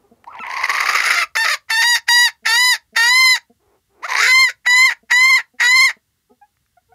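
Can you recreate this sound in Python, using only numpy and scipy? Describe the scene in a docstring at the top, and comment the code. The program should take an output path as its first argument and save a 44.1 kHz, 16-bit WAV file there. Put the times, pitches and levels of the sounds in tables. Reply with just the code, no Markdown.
"""Hen cackling in a nest box

A hen cackles close by at a plastic nest box: a long hoarse squawk, then short piercing calls that slip
between clean tone, doubled periods and rasp. The tone is a stack of harmonics; the rasp is ragged beats
ringing throat resonances. Soft clucks (gliding partials), low mutters (uneven beats) and dry ticks
(noise snaps) join in over shaped-noise rumble and hiss; random taps give the coop's short ring."""
import sys
import numpy as np
from scipy import signal
from scipy.fft import rfft, irfft
from scipy.io import wavfile
from scipy.ndimage import uniform_filter1d, minimum_filter1d

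SR = 44100
rng = np.random.default_rng(int(sys.argv[2]) if len(sys.argv) > 2 else 0)


def transcribe(u):
    """Save the signal u as a 16-bit wav file named by the first command-line argument.

    u: samples, shape (n,) or (channels, n), limited to [-1, 1]; the rate is SR.
    q: integer samples, one column per channel.
    """
    v = np.clip(np.atleast_2d(u).T, -1, 1)
    q = np.round(v * 32767).astype(np.int16)
    wavfile.write(sys.argv[1], SR, q)


N = 306054  # length of the scene [samples]

# slow rise and fall of the rumble: (time [s], level [dB])
RUMBLE_LEVEL = [(0.0, -68), (0.99, -57.5), (1.08, -68.5), (6.05, -74.5), (6.94, -68.5)]
# colour of the rumble: (frequency [Hz], relative level [dB])
RUMBLE_COLOUR = [(12, -57), (20, -35.5), (41, -6.5), (59, 2), (115, -4), (156, -8.5), (187, -11.5),
                 (200, -22), (260, -37.5), (440, -120)]
# colour of the hiss: (frequency [Hz], relative level [dB])
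HISS_COLOUR = [(120, -34.5), (200, -7.5), (619, -22), (2140, -15.5), (2430, -25), (2660, -17.5),
               (15600, -21)]
# how fast the coop's ring dies: (frequency [Hz], time to fall by 60 dB [s])
COOP_DECAY = [(300, 0.26), (2000, 0.13), (4000, 0.14), (8000, 0.12), (15000, 0.03)]
# dry ticks of beak, claw and straw: (time [s], level before the fade [dB])
TICKS = [(0.243, -39), (0.353, -30), (1.684, -47), (6.569, -59.5), (6.663, -60)]
# low hoarse mutters, one level curve each: (time [s], level [dB])
MUTTERS = [
    [(3.59, -65.5), (3.756, -58.5), (3.81, -73.5)],
    [(3.89, -69), (4.02, -50.5), (4.03, -32)],
]
# colour of the mutters, also used for stirred straw: (frequency [Hz], relative level [dB])
MUTTER_COLOUR = [(120, -48.5), (200, -13), (393, -14), (563, -17.5), (926, -20), (1460, -27), (1600, -33),
                 (2500, -34.5), (3250, -55), (5500, -120)]
# soft clucks: (time [s], level of the lowest partial [dB], middle pitch [Hz], half of the length [s])
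CLUCKS = [(.03, -54.5, 400, 0.04), (.11, -45.5, 230, 0.027), (0.396, -40.5, 233, 0.018),
          (2.42, -54.5, 223, .037), (2.922, -49, 222, 0.032), (3.495, -48.5, 234, .027),
          (5.027, -52, 224, 0.021), (5.534, -53.5, 246, 0.031), (5.964, -52.5, 215, .015),
          (6.293, -52, 422, 0.039), (6.304, -51, 246, 0.035), (6.411, -42.5, 819, 0.037),
          (6.768, -47.5, 717, 0.023), (6.882, -58, 463, .073), (6.918, -46, 733, 0.023)]
# colour of the clean tone through windpipe and beak: (frequency [Hz], relative level [dB])
TONE_COLOUR = [(450, -22.5), (950, -11), (1400, -3), (2000, 1), (2900, -13), (3900, -11.5), (4800, -10),
               (6000, -23.5), (6900, -16), (7900, -34.5), (8800, -23.5), (11000, -27), (13000, -33),
               (15500, -39)]
# throat rings above the lowest one: (base frequency [Hz], width setting [Hz], relative level [dB])
THROAT_RINGS = [(1981, 585, 4), (2850, 1300, -16.5), (3762, 410, -10), (4860, 1300, -8.5),
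                (6620, 1100, -14.5), (9800, 1200, -19), (13200, 1600, -24.5)]
# start and end of the hen turning her head away: (time [s], time [s])
HEAD_TURN = 2.8, 3.6
# how the turned head recolours the voice: (frequency [Hz], change [dB])
TURNED_COLOUR = [(1000, -6), (2000, 0.5), (3000, -7), (4000, -0.5), (5000, -7), (6000, -4.5), (7000, 1),
                 (8000, -5.5), (9500, -7), (11500, -6), (15000, -7.5)]
# brief surges and catches of breath in the hoarse calls: (time [s], change [dB])
SURGES = [(.25, -41), (.274, 11.5), (.575, 3), (.633, 6.5), (.668, -12.5), (.695, 7), (.754, 5.5),
          (.804, 7), (.89, 8), (.926, -1.5), (.952, 10), (.986, 4), (1.066, 4), (1.103, 7), (4.045, 7),
          (4.07, -16.5)]
# the voice flicks upward and back: (time [s], rise [share of pitch])
FLICKS = [(1.79, 0.027), (1.855, 0.014), (4.83, 0.019), (4.86, 0.03), (5.3, 0.045), (5.36, 0.054),
          (5.765, 0.023), (5.82, 0.058), (5.852, 0.048)]
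# pitched notes inside the calls: (start [s], end [s], first pitch [Hz], time of top [s], top pitch [Hz],
# pitch before the fall [Hz], fall [share of pitch], time for the rasp to clear [s], rasp left [dB],
# level of the doubled-period lines [dB], doubled until [s])
NOTES = [(0.398, 0.435, 1360, 0.35, 1365, 1353, 0.074, 0.0078, -31, -32, .44),
         (1.15, 1.25, 1381, 1.21, 1395, 1341, 0.044, 0.013, -3, 3, 1.215),
         (1.361, 1.451, 892, 1.47, 918, 912, 0.036, 0.023, -18, -42, 1.45),
         (1.505, 1.564, 1248, 1.51, 1252, 1231, .24, 0.011, -5, -2.5, 1.565),
         (1.699, 1.825, 892.6, 1.93, 916, 926, .001, 0.028, -23, -14.5, 1.75),
         (1.828, 1.96, 925.5, 1.89, 961, 965, .064, 0.023, -31.5, -18, 1.84),
         (2.086, 2.283, 952, 2.19, 965.6, 969, .095, 0.011, -51, -51, 2.1),
         (2.461, 2.745, 879, 2.645, 1000, 993.5, .12, .065, -41.5, -9.5, 2.56),
         (2.957, 3.362, 905, 3.217, 1038, 1018, 0.12, 0.055, -49.5, -10, 3.08),
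         (4.257, 4.49, 1010, 4.43, 1053, 1020, .1, 0.076, -54.5, -8, 4.315),
         (4.665, 4.901, 980, 4.87, 1034, 1019, 0.098, .017, -48.5, -42, 3.9),
         (5.106, 5.388, 966.5, 5.28, 1045, 1029, 0.097, 0.038, -41, -41, 5.2),
         (5.602, 5.897, 950, 5.78, 1032, 1038, 0.14, 0.091, -44.5, -8, 5.67)]
# hoarse squawks, one effort curve each: (time [s], effort [dB], treble [dB])
SQUAWKS = [
    [(.24, -45.5, 13), (.348, -34.5, -18), (.44, -29.5, -20), (.52, -26, -8.5), (.652, -20.5, -3.5),
     (.71, -20.5, -3), (1.224, -15.5, -1), (1.238, -17, -6.5), (1.27, -55, -5)],
    [(1.35, -21, -3), (1.363, -14.5, -1), (1.545, -16.5, 1.6), (1.585, -54.5, -10)],
    [(4.02, -46, -4), (4.034, -30, -1), (4.12, -20, 1.5), (4.22, -12, 5.5), (4.436, -9, -0.5),
     (4.5, -21.5, 2.5), (4.53, -51, 5)],
]
# how each squawk rasps: (time [s], typical beat rate [Hz], raggedness [0 to 1],
# lowest throat ring [Hz], relative level of that ring [dB])
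SQUAWK_RASP = [
    [(.27, 810, 0.47, 810, 32), (.315, 1225, .63, 1350, 23), (.375, 900, 0.93, 870, 10.5),
     (.45, 975, 0.85, 1000, 6.5), (1.1, 1328, 0.66, 1334, -2.5), (1.26, 1191, 0.56, 1240, -1.7)],
    [(1.46, 633, 0.94, 1290, 3), (1.52, 600, 0.15, 1270, -1.5), (1.555, 490, 0.8, 1110, 1.5)],
    [(4.025, 418, 0.13, 885, 5), (4.062, 767, .23, 1376, 10.5), (4.09, 498.2, 0.73, 1000, 7.5),
     (4.18, 430, 0.74, 1005, 1.3), (4.22, 415, .61, 1435, 4), (4.3, 529, 0.48, 1440, 0.5)],
]
# the rasp at the edges of a cackle: (typical beat rate [Hz], raggedness [0 to 1],
# lowest throat ring [Hz], relative level of that ring [dB])
CACKLE_RASP = 900, 0.52, 1319, 0.06
# piercing cackles: (start [s], end [s], release [s], effort after the attack [dB],
# effort before the release [dB], treble after the attack [dB], treble before the release [dB])
CACKLES = [(1.693, 1.984, .03, -16, -12.5, 0, 6.5), (2.078, 2.292, 0.033, -11.5, -11, 4, 5.8),
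           (2.451, 2.76, 0.031, -14.5, -12, 0.7, 8), (2.955, 3.373, 0.041, -13.5, -10.5, 0.6, 7.2),
           (4.655, 4.924, 0.069, -12.5, -9, 0, 1.8), (5.101, 5.404, 0.039, -11.5, -10.5, 0.7, 0.11),
           (5.594, 5.908, .055, -13.5, -9.5, 0, 5.1)]

EDGE_HZ = 15700  # no partials and no sound above this
HISS_DB, COOP_DB = -70, -21.5
# a cluck's pitch rises a little; each partial is weaker, more so in high clucks
CLUCK_GLIDE, PARTIAL_DB_PER_KHZ = .03, -15
# the shape of a cackle, with a faint scrape (LEAD) before the attack
LEAD_S, LEAD_DB, ATTACK_S, ATTACK_DB, ARCH_DB = .012, -14.5, 0.0099, -23.5, 1
RELEASE_DB, DYING_S, DYING_DB, SHUT_BEAK_DB = -11.5, .022, -26.5, -6
# how a note clears, falls, cracks back into rasp and loses its doubled periods
FALL_S, FALL_POWER, CRACK_S, CLEARING_POWER, UNDOUBLE_S, SINGLE_DB = 0.04, 1.7, 0.021, 2.1, .03, -51


def gain_of(db):
    """Turns dB into amplitude."""
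    return 10 ** (np.asarray(db) / 20)


def evened(x):
    """Scales a sound to an average strength (rms) of 1."""
    return x / np.sqrt(np.mean(x ** 2) + 1e-20)


def read(points, hz):
    """Reads a table by frequency, with straight lines on a logarithmic frequency axis."""
    f, value = np.transpose(points)
    return np.interp(np.log(hz + 1), np.log(f + 1), value)


def follow(rows, t):
    """Reads all columns of a curve at the times t."""
    s, *columns = np.transpose(rows)
    return [np.interp(t, s, column) for column in columns]


def bumps(rows, t, rise, fall):
    """Adds up short bell-shaped swells (time, height) with their own rise and fall times [s]."""
    return sum(height * np.exp(-((t - s) / np.where(t < s, rise, fall)) ** 2) for s, height in rows)


def add(mix, s, sound):
    """Lays a sound into the mix at second s."""
    part = mix[round(s * SR):][:len(sound)]
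    part += sound[:len(part)]


def drift(shape, hz):
    """Makes a slow random wander of rms 1 by smoothing noise twice; little is left above about hz."""
    wide = max(int(SR / hz / 3), 1)
    smooth = uniform_filter1d(rng.standard_normal(shape), wide)
    return evened(uniform_filter1d(smooth, wide))


def coloured(x, spectrum):
    """Shapes the frequencies of x by a table, then scales it to rms 1."""
    hz = np.fft.rfftfreq(len(x), 1 / SR)
    return evened(irfft(rfft(x) * gain_of(read(spectrum, hz)), len(x)))


def resonate(x, hz, width):
    """Rings x at a moving pitch hz: shift it down to zero, smooth twice and shift back, with gain 1."""
    turn = np.exp(2j * np.pi * np.cumsum(hz * np.ones(len(x))) / SR)
    r = np.exp(-np.pi * width / SR)
    smooth = signal.lfilter([(1 - r) ** 2], [1, -2 * r, r * r], x / turn)
    return 2 * (turn * smooth).real


def background():
    """Shaped noise makes a lumpy rumble, a steady hiss and a brief stirring of straw at the start."""
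    t = np.arange(N) / SR
    rumble_noise, hiss_noise, straw_noise = rng.standard_normal((3, N))
    rumble_db = follow(RUMBLE_LEVEL, t)[0] + 2.0 * drift(N, 6.1)
    rumble = gain_of(rumble_db) * coloured(rumble_noise, RUMBLE_COLOUR)
    straw_db = -63 - 20 * np.maximum(t - .3, 0)  # fades by 20 dB a second after 0.3 s
    straw = gain_of(straw_db) * coloured(straw_noise, MUTTER_COLOUR)
    return rumble + straw + gain_of(HISS_DB) * coloured(hiss_noise, HISS_COLOUR)


def coop(x):
    """The walls answer with sparse taps of random sign, each frequency dying at its own speed."""
    taps = np.zeros(SR // 2)
    at = np.arange(200, len(taps) - 20, 20)
    taps[at + rng.integers(0, 20, len(at))] = rng.choice([-1., 1.], len(at))
    hz, t, bands = signal.stft(taps, SR, nperseg=256)
    dying = gain_of(-60 * t / read(COOP_DECAY, hz)[:, None])
    tail = signal.istft(bands * dying, SR, nperseg=256)[1]
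    return signal.oaconvolve(x, tail / np.linalg.norm(tail))[:N]


def tick(s, db):
    """A dry snap: a few milliseconds of shaped noise that fades fast."""
    t = np.arange(400) / SR
    snap = coloured(rng.standard_normal(len(t)), [(300, -21), (1300, 19), (15000, -34)])
    return s, gain_of(db - 60 * t / 0.021) * snap  # falls by 60 dB in 21 ms


def mutter(rows):
    """Quick uneven throat beats with the beak shut."""
    t = np.arange(rows[0][0], rows[-1][0], 1 / SR)
    turns = np.cumsum(385 * np.exp(0.15 * drift(len(t), 150))) / SR
    beats = np.diff(np.floor(turns), prepend=0) * rng.uniform(0.42, 1, len(t))  # one click per turn
    sound = gain_of(follow(rows, t)[0]) * coloured(beats, MUTTER_COLOUR)
    return t[0], sound * signal.windows.tukey(len(t), .15)


def cluck(s, db, hz, length):
    """A short soft note of three partials that swells and fades."""
    u = np.arange(0, 2, 1 / SR / length)
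    wobble = .012 * drift(len(u), 120)
    turns = np.cumsum(hz * (1 + CLUCK_GLIDE * (u - .5) + wobble)) / SR
    step_db = PARTIAL_DB_PER_KHZ * hz / 1e3  # from one partial to the next
    wave = sum(gain_of(step_db * k) * np.sin(2 * np.pi * (k + 1) * turns) for k in range(3))
    swell = (u / 0.36) ** 2 * np.exp(2 * (1 - u / 0.4))
    return s, gain_of(db) * wave * swell


def treble(hz, bright_db, turned):
    """A wide beak lets the upper bands through, the topmost a little less; a turned head shades them."""
    return bright_db * np.where(hz > 5800, .9, hz > 3300) + turned * read(TURNED_COLOUR, hz)


def voicing(t):
    """Each note clears from rasp, climbs to its top, drifts, then falls and cracks back into rasp."""
    hz, rasp_db, doubled_db = np.ones(len(t)), np.zeros(len(t)), np.zeros(len(t))
    for start, end, first, top_s, top, late, fall, clear_s, left_db, pair_db, pair_s in NOTES:
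        on = t >= start
        climb = np.sin(np.pi / 2 * np.clip((t - start) / max(top_s - start, 1e-3), 0, 1)) ** 2
        after = (late - top) * np.clip((t - top_s) / max(end - FALL_S - top_s, 1e-3), 0, 1)
        falling = 1 - fall * np.clip(1 + (t - end) / FALL_S, 0, 1) ** FALL_POWER
        hz[on] = ((first + (top - first) * climb + after) * falling)[on]
        clearing = np.clip((t - start) / clear_s, 0, 1) ** CLEARING_POWER
        cracking = np.clip((end - t) / CRACK_S, 0, 1)
        rasp_db[on] = left_db * np.minimum(clearing, cracking)[on]
        doubled_db[on] = np.interp(t[on], [pair_s, pair_s + UNDOUBLE_S], [pair_db, SINGLE_DB])
    return hz * (1 + bumps(FLICKS, t, 0.0065, 0.01)), rasp_db, doubled_db


def tone(hz, doubled_db, bright_db, turned):
    """Harmonics of the beating membranes; uneven pairs of beats add lines half-way between."""
    hz = hz * (1 + .0045 * drift(len(hz), 50))
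    order = np.arange(1, 35)[:, None] / 2  # halves are the doubled-period lines
    db = read(TONE_COLOUR, order * hz) + treble(order * hz, bright_db, turned)
    step = 16  # the waver is drawn once per 16 samples
    waver = drift((len(order), len(hz) // step + 1), 35 * step)
    waver = np.repeat(waver, step, axis=1)[:, :len(hz)]
    db += (1.6 + 0.11 * order) * waver  # each partial wavers, the high ones most
    db += (order % 1 > 0) * (doubled_db + 2.2 * drift(len(hz), 100))
    level = gain_of(db) * (order * hz < EDGE_HZ)
    lag = 0.66 * order ** 2  # the windpipe spreads the partials in phase
    waves = level * np.cos(order * 2 * np.pi * np.cumsum(hz) / SR + lag)
    return waves.sum(0) / np.sqrt((level ** 2).sum(0) / 2)


def rasp(t, rasping, bright_db, turned):
    """The membranes lose their rhythm: ragged beats ring the throat, the upper rings in clumps."""
    rate_hz, ragged, ring_hz, ring_db = follow(rasping, t)
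    ragged = np.clip(ragged, 0, 1)
    turns = np.cumsum(rate_hz * np.exp(.3 * ragged * drift(len(t), 400))) / SR
    size_db = 4.6 * ragged * np.minimum(rng.exponential(1, len(t)), 2.4)
    beats = np.diff(np.floor(turns), prepend=0) * gain_of(size_db)
    beats = beats - uniform_filter1d(beats, 150)
    drive = beats / np.sqrt(uniform_filter1d(beats ** 2, 900) + 1e-9)
    drive = drive + .3 * ragged * rng.standard_normal(len(t))  # ragged beats are also breathy
    shared_clumps = 3.5 * drift(len(t), 110)
    own_clumps = 4.4 * drift((len(THROAT_RINGS), len(t)), 60)
    clumped = drive * gain_of(ragged * (shared_clumps + own_clumps))
    stretch = (ring_hz / 1250) ** 0.31  # rings above 4200 Hz climb with the lowest one
    sound = np.zeros(len(t))
    for k, (hz, width, db) in enumerate(THROAT_RINGS):
        ring = resonate(clumped[k], hz * (stretch if hz > 4200 else 1), width)
        sound += (-1) ** k * gain_of(db + treble(hz, bright_db, turned)) * ring
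    sound -= gain_of(ring_db) * resonate(drive, ring_hz, 230)
    # a ring at 740 Hz grows with the beat rate
    sound += gain_of(ring_db - 23.5 + rate_hz / 60) * resonate(drive, 740, 450)
    return sound / np.sqrt(uniform_filter1d(sound ** 2, 2600) + 1e-12)


def call(rows, rasping):
    """One breath: tone and rasp share its power; outside the notes all is rasp."""
    t = np.arange(rows[0][0], rows[-1][0], 1 / SR)
    effort_db, bright_db = follow(rows, t)
    effort_db = effort_db + bumps(SURGES, t, .0022, .012)
    hz, rasp_db, doubled_db = voicing(t)
    turned = np.interp(t, HEAD_TURN, [0, 1])
    share = np.clip(gain_of(rasp_db), 0, 1)
    voice = np.sqrt(1 - share ** 2) * tone(hz, doubled_db, bright_db, turned)
    voice += share * rasp(t, rasping, bright_db, turned)
    voice *= gain_of(effort_db) * signal.windows.tukey(len(t), .011 / (t[-1] - t[0]))
    no_bass = signal.butter(4, 300, "high", fs=SR, output="sos")  # a small body radiates no bass
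    return t[0], signal.sosfilt(no_bass, voice)


def cackle(start, end, release_s, first_db, last_db, first_treble_db, last_treble_db):
    """Quick attack, arched hold, release and a last dying scrape; the beak is nearly shut at both ends."""
    held, let_go = start + ATTACK_S, end - release_s
    first_shut_db, last_shut_db = first_treble_db + SHUT_BEAK_DB, last_treble_db + SHUT_BEAK_DB
    middle_db = (first_db + last_db) / 2 + ARCH_DB
    effort = [(start - LEAD_S, first_db + ATTACK_DB + LEAD_DB, first_shut_db),
              (start, first_db + ATTACK_DB, first_shut_db),
              (held, first_db, first_treble_db),
              ((held + let_go) / 2, middle_db, (first_treble_db + last_treble_db) / 2),
              (let_go, last_db, last_treble_db),
              (end, last_db + RELEASE_DB, last_shut_db),
              (end + DYING_S, last_db + RELEASE_DB + DYING_DB, last_shut_db)]
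    return call(effort, [(start, *CACKLE_RASP)])


def scene():
    """Adds up the background, the ring of the coop and all the sounds of the hen."""
    hen = np.zeros(N)
    for row in TICKS:
        add(hen, *tick(*row))
    for rows in MUTTERS:
        add(hen, *mutter(rows))
    for row in CLUCKS:
        add(hen, *cluck(*row))
    for rows, rasping in zip(SQUAWKS, SQUAWK_RASP):
        add(hen, *call(rows, rasping))
    for row in CACKLES:
        add(hen, *cackle(*row))
    return (background() + gain_of(COOP_DB) * coop(hen) + hen)[None]


def record(dry):
    """A quick limiter holds the peaks; the microphone loses the deepest bass; then the band limit."""
    room_left = np.minimum(.74 / (abs(dry) + 1e-9), 1)
    held = dry * uniform_filter1d(minimum_filter1d(room_left, 161), 161)
    held = signal.lfilter(*signal.butter(2, 40, "high", fs=SR), held)
    band_limit = signal.firwin(511, EDGE_HZ, window=("kaiser", 9), fs=SR)
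    return signal.oaconvolve(held, band_limit[None], "same")


dry = scene()
out = record(dry)
transcribe(out)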